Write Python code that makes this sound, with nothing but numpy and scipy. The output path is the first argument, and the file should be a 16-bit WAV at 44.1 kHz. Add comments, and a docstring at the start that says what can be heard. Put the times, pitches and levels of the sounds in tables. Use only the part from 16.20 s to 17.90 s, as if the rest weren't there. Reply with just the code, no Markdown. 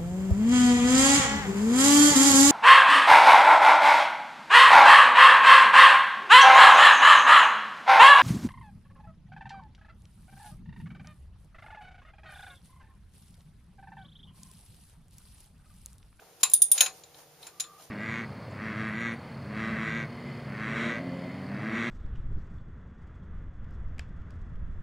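"""In the cramped engine space of a boat, a finger rocks a steel rocker arm on the stopped engine.
The arm clacks over onto the valve gear, pings three times against its stop, clacks back and is nudged
once more. Each contact rings the steel, and nearby iron and the room answer. The hand rubs, something
squeaks and the room hums faintly. A camera close by ducks and limits the loudest hits."""
import sys
import numpy as np
from scipy import signal
from scipy.fft import rfft, irfft, next_fast_len
from scipy.io import wavfile
from scipy.ndimage import uniform_filter1d, minimum_filter1d, map_coordinates

SR = 44100
rng = np.random.default_rng(int(sys.argv[2]) if len(sys.argv) > 2 else 0)


def materialize(psi):
    """Save the field psi as 16-bit PCM at rate SR to the path in sys.argv[1].

    A 1-D psi becomes a single channel; in a 2-D psi each row is a channel.
    """
    bounded = np.clip(np.atleast_2d(psi).T, -1, 1)
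    quanta = np.round(bounded * 32767).astype(np.int16)
    wavfile.write(sys.argv[1], SR, quanta)


N = 74970
TIME = np.arange(N) / SR
HIT_SAMPLES = 10240
HIT_TIME, HIT_HZ = np.arange(HIT_SAMPLES) / SR, np.fft.rfftfreq(HIT_SAMPLES, 1 / SR)


def pings(strike_db=33, ring_db=3, snap_db=-3, snap_t60_s=0.012):
    """The arm snaps against its stop and rings high."""
    # light, bright contacts: start_s, level_db, low_db, upper_db, ring_db, bite_db
    contacts = [(.3361, -2, -0.5, 2, 2.5, -29.5), (0.4197, -2, -5.5, -1, -0.5, -20.5),
                (0.5164, -1.5, 0.5, 5, -3, -18.5)]
    # the arm's resonances: centre_hz, width_hz, level_db
    arm_modes = [(3680, 220, -19), (5000, 400, -29), (6630, 260, -15), (7080, 250, -20), (9480, 380, 3),
                 (9900, 300, -7), (10820, 350, -11), (11900, 400, -26), (14620, 280, -10)]
    # the broad crack under them: frequency_hz, level_db
    crack = [(60, -51), (1500, -45.5), (2300, -43), (3200, -34), (4400, -30), (7000, -22.5), (9000, -36),
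             (13000, -25), (15000, -34.5)]
    # the arm's lasting partials: pitch_hz, level_db, t60_s
    arm_ring = [(6640, -42, .18), (9235, -29, .18), (9297, -29, .18), (9407, -23, .18), (9573, -24, .18),
                (9706, -25, .17), (9922, -29, .18), (10838, -36, .18)]
    # its quickly damped partials: pitch_hz, level_db, t60_s
    arm_bite = [(3170, 7.5, 0.0052), (3690, 5, 0.017), (5350, -11.5, .02)]
    upper_band = np.clip((HIT_HZ - 10000) / 700, 0, 1)
    out = np.zeros((2, N))
    for start_s, level_db, low_db, upper_db, ring_trim_db, bite_db in contacts:
        tilt_db = low_db * (0.5 - above(HIT_HZ, 4600)) + upper_db * upper_band
        colour = body(arm_modes, crack) * amp(tilt_db)
        strike = amp(strike_db) * irfft(engine_space(rise_s=.0002, direct_db=-5) * causal(colour))
        sustain = amp(ring_db + ring_trim_db) * ring(arm_ring)
        burst = rng.standard_normal((2, HIT_SAMPLES)) * amp(snap_db - 60 * HIT_TIME / snap_t60_s)
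        snap = irfft(rfft(burst) * causal(above(HIT_HZ, 8000)))
        bite = amp(bite_db) * ring(arm_bite)
        add(out, start_s, amp(level_db) * (strike + sustain + snap + bite))
    return out


def clacks(strike_db=29, ring_db=7, bite_db=6):
    """The arm lands on the valve gear and shakes the whole cylinder head."""
    # heavy contacts: start_s, level_db, thud_db, treble_db, main_hz, low_hz, low_db, bite_db, rise_s
    contacts = [(.2320, -9.5, -7, -2.5, 7136, 1060, 13, -14, 0.001),
                (.2982, -39.5, -6, 19, 7100, 1030, 11, -24, 0.00033),
                (.314, -37.5, -4.5, 9.5, 7560, 1020, 2, -15, 0.0013),
                (0.5788, -16, -3, -10, 6900, 930, -25, -11.5, 0.0012),
                (0.6069, -8.5, 1.5, 4, 6690, 737, 2, 1, 0.0018),
                (0.6605, -22.5, 5.5, -7, 6940, 1120, 3.5, -4, .002),
                (0.836, -37, -24, -28.5, 6980, 760, -3, -38, 0.00036),
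                (0.944, -52, 10.5, -19, 3970, 758, -1.5, 2, 0.0011),
                (1.2282, -42.5, -10.5, -4.5, 3980, 900, 6, 0, 0.00066),
                (1.268, -39.5, 8.5, 1.5, 7050, 1520, 2, -24, .0003),
                (1.3987, -26.5, -5, -2, 7030, 1200, 6.5, -31, 0.00021),
                (1.4028, -20, -16, -6, 6990, 1200, 1, -42.5, 0.00025),
                (1.44, -47, 16, -9.5, 3580, 1200, 3, 2.5, 0.00081),
                (1.5958, -64, 25.5, -2, 3030, 780, 13, -8, 0.00094)]
    # resonances of valve gear and head: centre_hz, width_hz, level_db
    head_modes = [(1450, 150, -12), (2540, 240, -4), (3250, 350, -9), (3950, 280, -1), (5150, 300, -6),
                  (9450, 700, -1), (10850, 350, 1), (12400, 600, -12), (14700, 400, -5)]
    # the broad crack under them: frequency_hz, level_db
    crack = [(50, -50.5), (200, -42.5), (500, -16.5), (1000, -30.5), (1700, -10), (3000, -19), (6300, -8.5),
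             (9000, -17.5), (12000, -29), (15000, -15)]
    # the head's lasting partials: pitch_hz, level_db, t60_s
    head_ring = [(756.4, -42, 0.36), (1046, -41.5, 0.28), (1445, -40, 0.23), (2417, -48, 0.171),
                 (3860, -45, .2), (4040, -41, 0.12), (4210, -34.5, .2), (5170, -29.5, .08),
                 (6630, -32.5, 0.075)]
    # dull steel-on-steel bite at the instant of contact: pitch_hz, level_db, t60_s
    steel_bite = [(2517, -13.5, 0.039), (3100, -7, 0.024), (3350, -4, 0.012), (3710, -5.5, 0.018)]
    top_band = np.clip((HIT_HZ - 11000) / 2000, 0, 1)
    out = np.zeros((2, N))
    for start_s, level_db, thud_db, treble_db, main_hz, low_hz, low_db, bite_trim_db, rise_s in contacts:
        modes = list(head_modes) + [(main_hz, 240, 9), (low_hz, 170, low_db - 13.5)]
        tilt_db = thud_db * (1 - above(HIT_HZ, 2200)) + treble_db * above(HIT_HZ, 8500)
        dull_db = 0.226 * max(level_db + 7.5, -25) * top_band  # weaker blows lose top treble
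        colour = body(modes, crack) * amp(tilt_db + dull_db)
        strike = amp(strike_db) * irfft(engine_space(rise_s, direct_db=-13.5) * causal(colour))
        sustain = amp(ring_db + thud_db) * ring(head_ring)
        bite = amp(bite_db + bite_trim_db) * ring(steel_bite)
        add(out, start_s, amp(level_db) * (strike + sustain + bite))
    return out


def body(modes, crack):
    """The gain curve of struck steel: steep-sided resonances over a broad crack."""
    peak_power = sum(amp(db) ** 2 / (1 + ((HIT_HZ - hz) / width) ** 2) ** 2 for hz, width, db in modes)
    return np.sqrt(peak_power + amp(along(crack, HIT_HZ)) ** 2)


def ring(partials, rise_s=0.00095):
    """Steel ringing out: two sets of the same decaying partials, with unrelated phases."""
    tones = sum(amp(db - 60 * HIT_TIME / t60) * np.sin(2 * np.pi * (hz * HIT_TIME + rng.random((2, 1))))
                for hz, db, t60 in partials)
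    return tones * (1 - np.exp(-HIT_TIME / rise_s))


def engine_space(rise_s, direct_db, iron_hold_s=0.0017, iron_t60_s=0.032):
    """Mid and side spectra of a contact arriving direct, off nearby iron, then from the room."""
    # decay of the room's tail: frequency_hz, t60_s
    tail_t60 = [(200, 0.9), (800, 0.17), (3000, 0.14), (7000, 0.15), (10000, 0.13), (15000, 0.11)]
    # the tail's starting colour: frequency_hz, level_db
    tail_colour = [(200, -16.5), (900, -2.5), (3000, -5), (7000, -12), (10000, -7.5), (15000, -14.5)]
    iron_fade_db = -60 * np.maximum(HIT_TIME - iron_hold_s, 0) / iron_t60_s
    iron = rng.standard_normal((2, HIT_SAMPLES)) * amp(iron_fade_db)
    hz, t, bands = signal.stft(rng.standard_normal((2, HIT_SAMPLES)), SR, nperseg=256)
    tail_fade_db = along(tail_colour, hz)[:, None] - 60 * t / along(tail_t60, hz)[:, None]
    tail = signal.istft(bands * amp(tail_fade_db), SR, nperseg=256)[1][:, :HIT_SAMPLES]
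    pair = (iron + tail) * (1 - np.exp(-HIT_TIME / rise_s))
    pair[0, 0] += amp(direct_db) * np.linalg.norm(pair[0])  # direct click, mid only
    power = uniform_filter1d(abs(rfft(pair)) ** 2, size=101, axis=1)
    return rfft(pair) * [causal(p ** -.5) for p in power]  # even out the overall colour


def rubs(grain_db=1.5):
    """Soft, grainy swells as the hand and oily steel slide."""
    # slides: centre_s, half_length_s, level_db, treble_db
    slides = [(0.027, 0.006, -53, -18), (0.087, 0.022, -63, -11), (0.213, 0.008, -49, 16),
              (0.571, 0.019, -34, 16), (0.766, 0.033, -53.5, 13.5), (0.998, 0.032, -53, 9.5),
              (1.254, 0.036, -52, 7.5), (1.626, 0.028, -52.5, 12)]
    # colour of the friction: frequency_hz, level_db
    colour = [(100, -42), (400, -0.5), (850, 5.5), (1500, -6), (4000, -12.5), (7000, -12), (10000, -11.5),
              (14500, -18.5)]
    out = np.zeros((2, N))
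    for centre_s, half_s, level_db, treble_db in slides:
        swell = amp(level_db + grain_db * wobble(220)) * np.exp(-((TIME - centre_s) / half_s) ** 2 / 2)
        out += swell * noise(lambda hz: along(colour, hz) + treble_db * above(hz, 2700))
    return out


def squeak(jitter=.022, flutter_hz=56, flutter_depth=.55):
    """A faint, fluttering squeak around the last nudge."""
    # the squeak's contour: time_s, pitch_hz, level_db
    contour = [(1.30, 1180, -75), (1.35, 1200, -65.5), (1.42, 1170, -69), (1.50, 1215, -55.5),
               (1.56, 1195, -59.5), (1.60, 1230, -59.5), (1.63, 1220, -76.5)]
    time_s, pitch_hz, level_db = np.transpose(contour)
    pitch = np.interp(TIME, time_s, pitch_hz) * (1 + jitter * wobble(83))
    flutter = 1 + flutter_depth * sine(flutter_hz * (1 + .2 * wobble(22)))
    envelope = amp(np.interp(TIME, time_s, level_db, left=-120, right=-120))
    return envelope * flutter * np.sqrt(2) * sine(pitch)


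def room_tone(air_db=-57.5, waver_hz=4, waver_db=2):
    """Still air with a faint, wavering hum."""
    # tones of the hum: pitch_hz, level_db
    tones = [(150, -75.5), (172, -76.5), (473, -70.5), (760, -79)]
    # colour of the air: frequency_hz, level_db
    air_colour = [(20, -16.5), (45, -15.5), (80, -6), (160, -2), (235, -14.5), (320, -4), (470, -5),
                  (700, -4), (1050, -11), (1400, -12), (2500, -14), (6500, -14), (9500, -14), (14500, -17)]
    hum = sum(amp(db + waver_db * wobble(27)) * np.sqrt(2) * sine(hz + waver_hz * wobble(5.8))
              for hz, db in tones)
    return amp(air_db) * noise(lambda hz: along(air_colour, hz)) + hum


def noise(colour_db):
    """Coloured stereo noise of rms 1, wider toward the treble."""
    # stereo image of the noise: frequency_hz, left_right_likeness
    likeness = [(100, .8), (700, 0.76), (1400, 0.65), (4000, .35), (9000, .05)]
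    pair = filtered(rng.standard_normal((2, N)), lambda hz: amp(colour_db(hz)))
    stereo = spread(pair, likeness)
    return stereo / np.sqrt(np.mean(stereo ** 2) + 1e-20)


def amp(db):
    """Decibels to gain."""
    return 10 ** (np.asarray(db) / 20)


def along(points, hz):
    """A curve through (frequency_hz, value) points on a log axis."""
    frequencies, values = np.transpose(points)
    return np.interp(np.log(hz + 1), np.log(frequencies + 1), values)


def above(hz, edge_hz):
    """A smooth step from 0 to 1 around an edge."""
    return hz ** 4 / (hz ** 4 + edge_hz ** 4)


def wobble(knots_per_s):
    """A smooth random curve."""
    return map_coordinates(rng.standard_normal(1024), [TIME * knots_per_s], mode="mirror")


def sine(hz):
    """A sine that follows a frequency curve."""
    return np.sin(2 * np.pi * np.cumsum(hz) / SR)


def filtered(x, response):
    """Equalise x with a gain given as a function of frequency."""
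    size = next_fast_len(x.shape[-1] + HIT_SAMPLES)
    return irfft(rfft(x, size) * response(np.fft.rfftfreq(size, 1 / SR)), size)[..., :x.shape[-1]]


def causal(gain):
    """Minimum-phase response for a gain curve, so nothing rings ahead of the hit."""
    cepstrum = irfft(np.log(np.maximum(gain, 1e-6)))
    cepstrum[1:HIT_SAMPLES // 2] *= 2
    cepstrum[HIT_SAMPLES // 2 + 1:] = 0
    return np.exp(rfft(cepstrum))


def spread(pair, likeness):
    """Mix two unrelated signals as mid and side into a left and right of the given likeness."""
    angle = lambda hz: np.arccos(np.clip(along(likeness, hz), -1, 1)) / 2
    mid, side = filtered(pair, lambda hz: np.array([np.cos(angle(hz)), np.sin(angle(hz))]))
    return np.array([mid + side, mid - side])


def add(out, start_s, hit):
    """Lay a hit into the mix."""
    start = round(start_s * SR)
    out[:, start:start + HIT_SAMPLES] += hit[:, :N - start]


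def gain_control(x, knee_db=-4.5, duck_share=0.3, attack_s=0.0011, recover_db_per_s=32):
    """Loud peaks pull the gain down just after their first spike; it creeps back."""
    over_db = np.maximum(20 * np.log10(abs(x).max(0) + 1e-9) - knee_db, 0)
    recovery_db = recover_db_per_s * TIME
    duck_db = np.maximum.accumulate(duck_share * over_db + recovery_db) - recovery_db
    pole = np.exp(-1 / (attack_s * SR))
    return x * amp(-signal.lfilter([1 - pole], [1, -pole], duck_db))


def limiter(x, ceiling=.88, smooth_s=0.001):
    """Smoothly holds the highest peaks under the ceiling."""
    span = round(smooth_s * SR)
    gain = ceiling / np.maximum(abs(x).max(0), ceiling)
    return x * uniform_filter1d(minimum_filter1d(gain, 2 * span), span)


def scene():
    """The rocker arm up close, over the quiet room."""
    # stereo image of the hits: frequency_hz, left_right_likeness
    likeness = [(300, .88), (1500, .84), (3000, .74), (5000, .55), (7000, .4), (9500, .06), (14500, .32)]
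    # their lean to the left: frequency_hz, left_db
    pan = [(500, -0.7), (3000, 0), (6800, 2), (9700, -1.1), (14000, 0.7)]
    steel = spread(pings() + clacks(), likeness)
    panned = filtered(steel, lambda hz: amp(along(pan, hz) * np.array([[1], [-1]])))
    return panned + rubs() + squeak() + room_tone()


def record(dry, notch_hz=7995, notch_width_hz=413, rolloff_hz=15000, cutoff_hz=16484):
    """The camera ducks and limits loud peaks, notches the treble deeply and cuts the top off steeply."""
    notch = lambda hz: np.maximum(above(abs(hz - notch_hz), notch_width_hz), amp(-42.5))
    high_cut = lambda hz: amp(-np.maximum(hz - rolloff_hz, 0) / 26) * (hz < cutoff_hz)
    return filtered(limiter(gain_control(dry)), lambda hz: notch(hz) * high_cut(hz))


dry = scene()
out = record(dry)
materialize(out)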